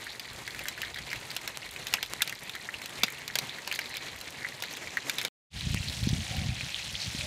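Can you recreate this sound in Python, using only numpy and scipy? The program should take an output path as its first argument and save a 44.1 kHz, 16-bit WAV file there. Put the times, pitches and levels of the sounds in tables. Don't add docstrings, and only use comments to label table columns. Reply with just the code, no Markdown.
import sys
import numpy as np
from scipy import signal
from scipy.fft import rfft, irfft, next_fast_len
from scipy.io import wavfile
from scipy.ndimage import uniform_filter1d

SR = 44100
rng = np.random.default_rng(int(sys.argv[2]) if len(sys.argv) > 2 else 0)


def how_loud(loudness_db):
    steps = np.asarray(loudness_db, float) / 20
    return 10 ** steps


def generate_wav(signal):
    frames = np.transpose(np.atleast_2d(signal))
    scaled = np.clip(frames, -1, 1) * 32767
    pcm = np.round(scaled).astype(np.int16)
    wavfile.write(sys.argv[1], SR, pcm)


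N = 320166

# [f/Hz, level re octave/dB]
GRAIN_SPECTRUM = [(60, -16), (150, -44), (380, -17), (950, -26), (2380, -32.5), (5980, -21.5),
                  (15000, -8.5)]
# [f/Hz, relative density/dB per Hz]
WIND_SPECTRUM = [(12, -50), (20, -20), (59, 1), (108, 4.5), (197, -2.5), (362, -23.5), (500, -27.5),
                 (650, -59), (1100, -120)]
# [t/s, length/s, level before band filter/dB]
GUSTS = [(.3, 0.34, -56), (.87, 0.34, -52), (1.65, 0.54, -56.5), (3.2, 0.28, -62), (4.14, 0.047, -52),
         (5.52, 0.062, -39), (5.68, 0.07, -32.5), (5.82, 0.066, -37), (6.02, 0.17, -35),
         (6.38, 0.13, -34.5), (6.57, 0.016, -44.5), (6.64, 0.064, -45.5), (6.78, 0.017, -47.5),
         (6.91, 0.046, -45.5), (7.06, 0.026, -43), (7.24, 0.022, -41)]
# [nominal t/s, level before band filter/dB, starting f/Hz]
THUMPS = [(5.564, -33, 143), (5.664, -24, 127), (5.699, -21, 82.5), (5.739, -20.5, 125), (5.798, -25, 106),
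          (6.023, -20.5, 94), (6.067, -14.5, 184), (6.125, -15.5, 155), (6.15, -25, 156),
          (6.303, -28.5, 111), (6.376, -22, 106), (6.411, -27, 133.6), (6.485, -19, 92.5),
          (6.626, -32, 107), (6.928, -33, 76.7), (7.057, -33, 114), (7.143, -26, 190), (7.183, -29.5, 105)]
# [t/s, length/s, level/dB, f/Hz]
HOLLOW_NOISES = [(6.116, 0.034, -54, 724), (6.23, 0.28, -52.5, 733), (6.29, 0.11, -55, 561),
                 (7.22, 0.03, -49.5, 595)]
# [f/Hz, relative density/dB per Hz]
HISS_BESIDE = [(29, -40.5), (50, -28), (129, 2.5), (185, -4), (280, -3), (539, -4), (1390, -7.5),
               (2050, -4), (2490, -9), (4140, -10.5), (5400, -16.5), (7060, -14), (15000, -28),
               (16500, -44.5)]
# [f/Hz, relative density/dB per Hz]
HISS_ABOVE = [(180, -27), (300, 1.5), (373, -6), (558, 0), (1250, -5), (1960, 1), (3970, 2.5),
              (8580, -11.5), (14700, -21.5), (15700, -22), (16500, -50)]
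# [nominal delay/s, level before bowl filter/dB]
LID_ECHOES = [(.0042, -7), (.008, -17), (0.0105, -18)]
# [t/s, level before band filter/dB]
SNAPS = [(1.5731, -9.5), (2.1359, -6.5), (5.7453, -8)]
# [t/s, level before band filter/dB, starting f/Hz]
KNOCKS = [(1.364, -34, 805), (1.94, -19.5, 1000), (2.029, -32, 765), (2.22, -34, 607), (3.676, -29.5, 770),
          (3.79, -33, 805), (4.623, -30, 750), (3.034, -32, 170), (3.034, -17.5, 806), (3.356, -26.5, 704),
          (3.388, -32, 506), (5.25, -28.5, 630)]
# [t/s, level before band filter/dB]
SPITS = [(.043, -33.5), (0.332, -40), (.463, -45), (.568, -41), (.637, -36), (1.352, -37), (1.711, -33),
         (1.738, -38), (1.955, -34.5), (2.128, -39), (2.2206, -17), (2.245, -35), (2.434, -35),
         (2.894, -38), (3.102, -33), (3.123, -32), (3.75, -31), (3.894, -35), (4.305, -37), (4.727, -36),
         (5.229, -34), (5.718, -35), (6.926, -34)]
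# [low f/Hz, high f/Hz]
SPIT_BAND_HZ = [6000, 14000]
# [low f/Hz, high f/Hz]
TICK_BANDS_HZ = [(2000, 7000), (5000, 11000), (7000, 13500)]
# [t/s, nominal level/dB, starting bubble f/Hz, nominal spit level re pop/dB]
POPS = [(0.068, -17, 1800, -33), (.094, -22, 4030, -35), (.104, -21, 4100, -30), (.121, -25, 4050, -21),
        (0.196, -16, 4100, -16.5), (0.257, -25, 4000, -28), (0.477, -15.5, 1970, -18),
        (.507, -18, 4100, -25), (0.547, -18.5, 1950, -20), (0.592, -16, 2270, -16),
        (0.6556, -14, 1800, -25), (0.6837, -22, 2500, -1.5), (0.777, -20, 1710, -22),
        (0.817, -21.5, 2450, -7), (0.832, -12.5, 1800, -41), (.849, -18, 3650, -24),
        (0.944, -18, 3550, -20.5), (.96, -18, 1900, -23), (.986, -19, 1930, -18), (1.103, -18, 4540, -22),
        (1.115, -14, 2210, -24), (1.13, -9, 2040, -24), (1.158, -18, 2480, -30), (1.3042, -14.5, 4150, -22),
        (1.314, -19, 2100, -16), (1.3645, -13, 2600, -12), (1.476, -20.5, 2690, -6),
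        (1.631, -19.5, 2480, -36), (1.7622, -15.5, 2400, -27), (1.8686, -27, 2470, -2.5),
        (1.883, -17.5, 3720, -24), (1.927, -21, 1880, -14), (1.938, -10, 2740, -6), (1.97, -19, 2620, -26),
        (1.984, -20, 1710, -31), (2.028, -9.5, 3500, -14), (2.0497, -23, 3940, -22),
        (2.061, -20, 3800, -21), (2.207, -12.5, 1930, -47), (2.2197, -4, 3800, -11),
        (2.275, -29.5, 3160, 0), (2.295, -18.5, 4210, -11.5), (2.3252, -14, 1970, -22),
        (2.4952, -14, 3360, -20), (2.5513, -17, 1810, -20), (2.563, -18, 1960, -32),
        (2.689, -12, 1800, -63), (2.741, -13, 2590, -33), (2.817, -18, 2080, -20), (2.858, -27, 2740, -4),
        (3.01, -25, 2200, -36), (3.021, -18, 2300, -33), (3.034, -2.5, 3640, -15), (3.0348, -8, 2400, -12),
        (3.082, -13.5, 2010, -24.5), (3.2783, -24.5, 4420, -3.5), (3.3008, -18, 1850, -37),
        (3.3549, -4.5, 4100, -15), (3.3869, -8.5, 4730, -11), (3.4944, -13.5, 3540, -28),
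        (3.585, -18.5, 1900, -24), (3.675, -20, 2350, -8.5), (3.714, -9, 2410, -25),
        (3.7248, -12.5, 2000, -16), (3.741, -12, 4000, -29), (3.758, -16, 4260, -16),
        (3.7906, -7, 2240, -20), (3.817, -18, 4400, -32), (3.858, -17, 3900, -24),
        (3.9407, -15.5, 2200, -23.5), (3.958, -17, 2200, -23), (3.9685, -20, 4440, -9),
        (4.2117, -28, 2280, -5), (4.4474, -11, 1920, -34.5), (4.467, -18, 1990, -43.5),
        (4.6229, -16, 3740, -10.5), (4.637, -16, 1930, -18), (4.71, -21, 4300, -19),
        (4.77, -18.5, 2300, -18), (4.873, -15.5, 2190, -30.5), (4.971, -6, 1800, -28),
        (5.096, -12.5, 3300, -8), (5.184, -8, 3850, -16.5), (5.197, -17, 3800, -24),
        (5.214, -11.5, 2240, -18), (5.2491, -13, 3760, -9), (5.609, -15.5, 3800, -23),
        (5.8852, -9, 3970, -31), (5.898, -12, 3920, -34), (5.9248, -25, 2600, -16.5),
        (6.0385, -15.5, 3830, -22), (6.09, -13.5, 3470, -23), (6.3667, -18.5, 2840, -17),
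        (6.391, -18, 2190, -30), (6.6093, -11.5, 2340, -29), (6.6926, -18, 2550, -23),
        (6.7446, -7, 3300, -47), (6.7598, -16, 3400, -35), (6.7626, -13, 3140, -41),
        (6.9533, -10, 3260, -48), (7.1873, -22, 3700, -24), (7.21, -14, 2540, -32)]
# [f/Hz, relative level beside/dB, relative level above/dB]
FIZZ_LEVELS = [(710, -16.5, -16.5), (1370, -27, -23), (1800, 0, 1), (2480, -7.5, 4.5), (3690, 0.5, 8.5),
               (4100, -13.5, 1), (5240, -10, 3), (8500, -19, -2.5), (13100, -26.5, -17.5)]
# [t/s, length/s, level over frying/dB, centre f/Hz]
SPUTTERS = [(0, 0.36, 2, 4060), (0.47, 0.19, 3, 1940), (0.937, 0.05, 6.5, 3980), (0.948, 0.041, 5.5, 1850),
            (1.098, 0.025, 7, 2650), (1.932, 0.033, 9, 2600), (2.23, 0.097, 5, 2600),
            (3.003, 0.046, 7, 2180), (3.716, 0.037, 6.5, 2300), (3.7, 0.33, 3, 4400),
            (3.81, 0.074, 3.5, 2200), (4.402, 0.055, 5, 1890), (4.604, 0.059, 2.5, 4060),
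            (4.633, 0.7, 3.5, 6240), (5.174, 0.15, 4, 3620), (5.76, 0.031, 10.5, 2260),
            (6.075, 0.031, 9, 5000), (6.918, 0.14, 5, 5000)]
# [t/s, vigour level/dB, brightness/dB]
FRYING = [(0, -44.5, 1), (.8, -43.5, 0.5), (1.3, -43.5, 0.5), (2.3, -44.5, 1), (2.9, -43.5, 0),
          (4.1, -43, -1), (4.6, -42.5, -0.5), (4.9, -42, -1), (5.25, -41.5, 0), (5.6, -41.5, 1.5),
          (5.95, -39.5, 4.5), (6.6, -39.5, 0.5), (7.0, -39.5, 3), (7.26, -37.5, 3.5)]

MOVE_S = 5.4
ECHO_ABOVE_DB = -6.5


def rms_one(x):
    return x / np.sqrt(np.mean(x ** 2) + 1e-20)


def in_time(rows):
    t_s, *columns = np.transpose(rows)
    return [np.interp(np.arange(N) / SR, t_s, column) for column in columns]


def at_hz(points, hz, column=1):
    points = np.array(points)
    return np.interp(np.log(hz), np.log(points[:, 0]), points[:, column])


def by_place(beside, above):
    return np.where(np.arange(N) < MOVE_S * SR, beside, above)


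def filtered(x, hz, kind, order=2):
    return signal.sosfilt(signal.butter(order, hz, kind, fs=SR, output="sos"), x)


def drift(rate_hz):
    pole = np.exp(-80 * np.pi * rate_hz / SR)
    noise = rng.standard_normal(N // 40 + 2002)
    slow = signal.lfilter([1], [1, -2 * pole, pole * pole], noise)[2000:]
    return np.interp(np.arange(N) / 40, np.arange(len(slow)), rms_one(slow))


def coloured(spectrum):
    size = next_fast_len(N)
    hz = np.maximum(np.arange(size // 2 + 1) * SR / size, 1)
    shaped = rfft(rng.standard_normal(size)) * how_loud(at_hz(spectrum, hz))
    return rms_one(irfft(shaped, size)[:N])


def swells(rows, rise_db_per_s, fall_db_per_s, floor_db):
    t = np.arange(N) / SR
    for start_s, length_s, db in rows:
        rise = rise_db_per_s * np.maximum(start_s - t, 0)
        fall = fall_db_per_s * np.maximum(t - start_s - length_s, 0)
        floor_db = np.maximum(floor_db, db - rise - fall)
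    return floor_db


def add(out, t_s, wave):
    i = max(round(t_s * SR), 0)
    out[i:i + len(wave)] += wave[:N - i]


def bubble(hz, cycles, rise):
    turns = np.arange(int(4 * cycles * SR / hz)) * hz / SR
    swell = turns / cycles * 2
    return swell * np.exp(1 - swell) * np.sin(2 * np.pi * turns * (1 + rise * turns))


def kettle(wave, echo_db=0, shift=0.055):
    t60_s, bowl_db, bowl_cut_hz = 0.059, -3, 4400
    t = np.arange(int(.09 * SR)) / SR
    tail = rng.standard_normal(len(t)) * how_loud(-60 * t / t60_s) * np.minimum(t / 0.00033, 1)
    response = how_loud(bowl_db) * tail / np.sqrt(np.sum(tail ** 2))
    for (delay_s, db), place in zip(LID_ECHOES, rng.standard_normal(len(LID_ECHOES))):
        response[round(delay_s * SR * (1 + shift * place))] += how_loud(db)
    response = how_loud(echo_db) * filtered(response, bowl_cut_hz, "low", order=1)
    response[0] = 1
    return signal.fftconvolve(np.atleast_2d(wave), response[None], axes=1)


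def edit_gain():
    out_s, in_s, fade_s, fade_power = 5.284, 5.5, 0.065, 1.7
    trail_db, trail_fall_db_per_s = -37, 1500
    t = np.arange(N) / SR
    trail = how_loud(trail_db - trail_fall_db_per_s * np.maximum(t - out_s, 0))
    fade_in = np.clip((t - in_s) / fade_s, 0, 1) ** fade_power
    return np.where(t < out_s, 1, trail + fade_in)


def grain(mono, patchy_db=5.0):
    out, shared = np.zeros(N), drift(26.0)
    for low_hz in 31.25 * 2.0 ** np.arange(9):
        band = [low_hz, 2 * low_hz]
        power_db = 10 * np.log10(filtered(mono, band, "band") ** 2 + 1e-14)
        level = how_loud(uniform_filter1d(power_db, size=3000))
        noise = rms_one(filtered(rng.standard_normal(N), band, "band"))
        patches = rms_one(how_loud(patchy_db * (0.62 * shared + 0.7 * drift(12))))
        out += how_loud(at_hz(GRAIN_SPECTRUM, low_hz * np.sqrt(2))) * level * noise * patches
    return out


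def wind(lumpy_db=3.0):
    calm_db = by_place(-63, -52)
    rumble = coloured(WIND_SPECTRUM) * how_loud(lumpy_db * drift(13))
    deep = signal.lfilter([1], [1, -.997], rumble)
    level_db = swells(GUSTS, rise_db_per_s=146, fall_db_per_s=165, floor_db=calm_db)
    out = how_loud(level_db) * by_place(rms_one(deep), rms_one(rumble))
    for t_s, db, hz in THUMPS:
        add(out, t_s + 0.004, -how_loud(db) * bubble(hz, 0.54, 0.0086))
    return filtered(out, [42, 380], "band")


def hollow_noises(half_width=0.07):
    out = np.zeros(N)
    for *row, hz in HOLLOW_NOISES:
        level_db = swells([row], rise_db_per_s=400, fall_db_per_s=160, floor_db=-100)
        band = [hz * (1 - half_width), hz * (1 + half_width)]
        out += how_loud(level_db) * rms_one(filtered(rng.standard_normal(N), band, "band"))
    return out


def hiss(hiss_db, flicker_db=(2.5, 1.2)):
    noise = by_place(coloured(HISS_BESIDE), coloured(HISS_ABOVE))
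    treble = filtered(noise, [1500, 9000], "band")
    move = int(MOVE_S * SR)
    noise = noise / by_place(treble[:move].std(), treble[move:].std())
    return noise * how_loud(hiss_db + by_place(*flicker_db) * drift(19.7))


def snaps():
    out = np.zeros(N)
    for t_s, db in SNAPS:
        add(out, t_s, how_loud(db) * np.exp(-np.arange(60) / 1.4))
    return filtered(out, [300, 12000], "band")


def knocks(cycles=0.66):
    out = np.zeros(N)
    for t_s, db, hz in KNOCKS:
        add(out, t_s, how_loud(db) * kettle(bubble(hz, cycles, 0.14))[0])
    return filtered(out, [120, 1100], "band")


def spits(length_s=0.00061):
    out, t = np.zeros(N), np.arange(200) / SR
    envelope = t / length_s * np.exp(1 - t / length_s)
    for t_s, db in SPITS:
        add(out, t_s, kettle(how_loud(db) * envelope * rng.standard_normal(200))[0])
    return filtered(out, SPIT_BAND_HZ, "band")


def tearing(x):
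    x = filtered(filtered(x, 1550, "high"), 1550, "high")
    out = 0.44 * filtered(x, 16600, "low") + 1.28 * filtered(x, 4880, "low")
    return out + 0.12 * filtered(x, [3000, 5000], "band") + 0.1 * filtered(x, [9500, 13000], "band")


def crackle(fizz_db, spread_db=10.5, length_s=0.00047, rate_per_s=400.0):
    sizes = how_loud(spread_db * np.minimum(rng.exponential(1, N), 2.2))
    born = rng.random(N) < rate_per_s / SR
    dealt, noise = rng.integers(0, 3, N), rng.standard_normal(N)
    decay = np.exp(-np.arange(200) / SR / length_s)
    ticks = np.zeros(N)
    for k, band in enumerate(TICK_BANDS_HZ):
        envelope = signal.oaconvolve(sizes * born * (dealt == k), decay)[:N]
        ticks += filtered(envelope * noise, band, "band")
    ticks = rms_one(tearing(kettle(ticks)[0, :N]))
    duller = filtered(ticks, 7200, "low")
    return how_loud(fizz_db + by_place(-10.0, -3.0)) * by_place(ticks, duller)


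def pops(spit_s=0.0015, spit_gain_db=1.0, bubble_db=-10.0):
    thud_db, thud_follows = -21, 1
    layers = np.zeros((N, 3))
    t = np.arange(400) / SR
    burst = (t / spit_s * np.exp(1 - t / spit_s)) ** 2
    for t_s, db, hz, spit_db in POPS:
        bursts = rng.standard_normal((2, 400))
        bursts[:, 40] = [11.0, 9.0]
        burst_db = np.array([[spit_db + spit_gain_db], [thud_db + thud_follows * spit_db]])
        bursts *= burst * how_loud(db + burst_db)
        cycles = np.interp(spit_db, [-24, -12], [2.2, 1.4])
        ring = how_loud(db + bubble_db) * bubble(hz, cycles, 0.0067)[:400]
        parts = np.vstack([np.pad(ring, (0, 400 - len(ring))), bursts])
        add(layers, t_s, kettle(parts, ECHO_ABOVE_DB * (t_s > MOVE_S)).T)
    bubbles, film, thuds = layers.T
    return bubbles + tearing(film) + 1.8 * filtered(thuds, [350, 950], "band")


def sputtering(frying, spread=1.3):
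    out = np.zeros(N)
    for t_s, length_s, db, hz in SPUTTERS:
        part = frying[max(round(t_s * SR), 0):round((t_s + length_s) * SR)]
        part = filtered(part, [hz / spread, hz * spread], "band")
        add(out, t_s, (how_loud(db) - 1) * signal.windows.tukey(len(part), .3) * part)
    return out


def fizz(fizz_db, spread_db=5.0, cycles=2.5, clump_db=4.0, echo_db=-6):
    sizes = how_loud(spread_db * np.minimum(rng.exponential(1, N), 2.5)) * rng.choice([-1, 1], N)
    rate_per_s = by_place(1800.0, 2600.0) * how_loud(clump_db * by_place(1, .7) * drift(20))
    born = rng.random(N) < rate_per_s / SR
    dealt = rng.integers(0, 34, N)
    places = np.zeros((6, N))
    for k, hz in enumerate(np.geomspace(700, 9000, 34)):
        gain = how_loud(by_place(at_hz(FIZZ_LEVELS, hz), at_hz(FIZZ_LEVELS, hz, column=2)))
        bursts = sizes * born * (dealt == k) * gain
        places[k % 6] += signal.oaconvolve(bursts, bubble(hz, cycles, 0.032))[:N]
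    echoes = sum(kettle(x, echo_db)[0, :N] - x for x in places)
    out = places.sum(axis=0) + how_loud(by_place(0, ECHO_ABOVE_DB)) * echoes
    out += by_place(0.4, 0.31) * filtered(out, [3800, 4350], "band")
    return how_loud(fizz_db) * rms_one(out)


def scene():
    vigour_db, bright_db = in_time(FRYING)
    fizz_db = vigour_db + by_place(0.5, -6.5)
    hiss_db = vigour_db + by_place(-6.5, -6)
    frying = fizz(fizz_db) + crackle(fizz_db) + hiss(hiss_db)
    frying = frying + sputtering(frying)
    frying = frying + (how_loud(bright_db) - 1) * filtered(frying, 5000, "high")
    mono = frying + pops() + knocks() + snaps() + spits() + wind() + hollow_noises()
    return np.stack([mono, mono])


def band_limit(x):
    return signal.sosfilt(signal.butter(12, 17000, fs=SR, output="sos"), x)


def record(dry):
    mix = dry + grain(dry[0]) * [[1], [-1]]
    top_cut = signal.cheby2(10, 24, 15900, fs=SR, output="sos")
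    mix = signal.sosfilt(top_cut, mix) * edit_gain()
    return band_limit(mix)


dry = scene()
out = record(dry)
generate_wav(out)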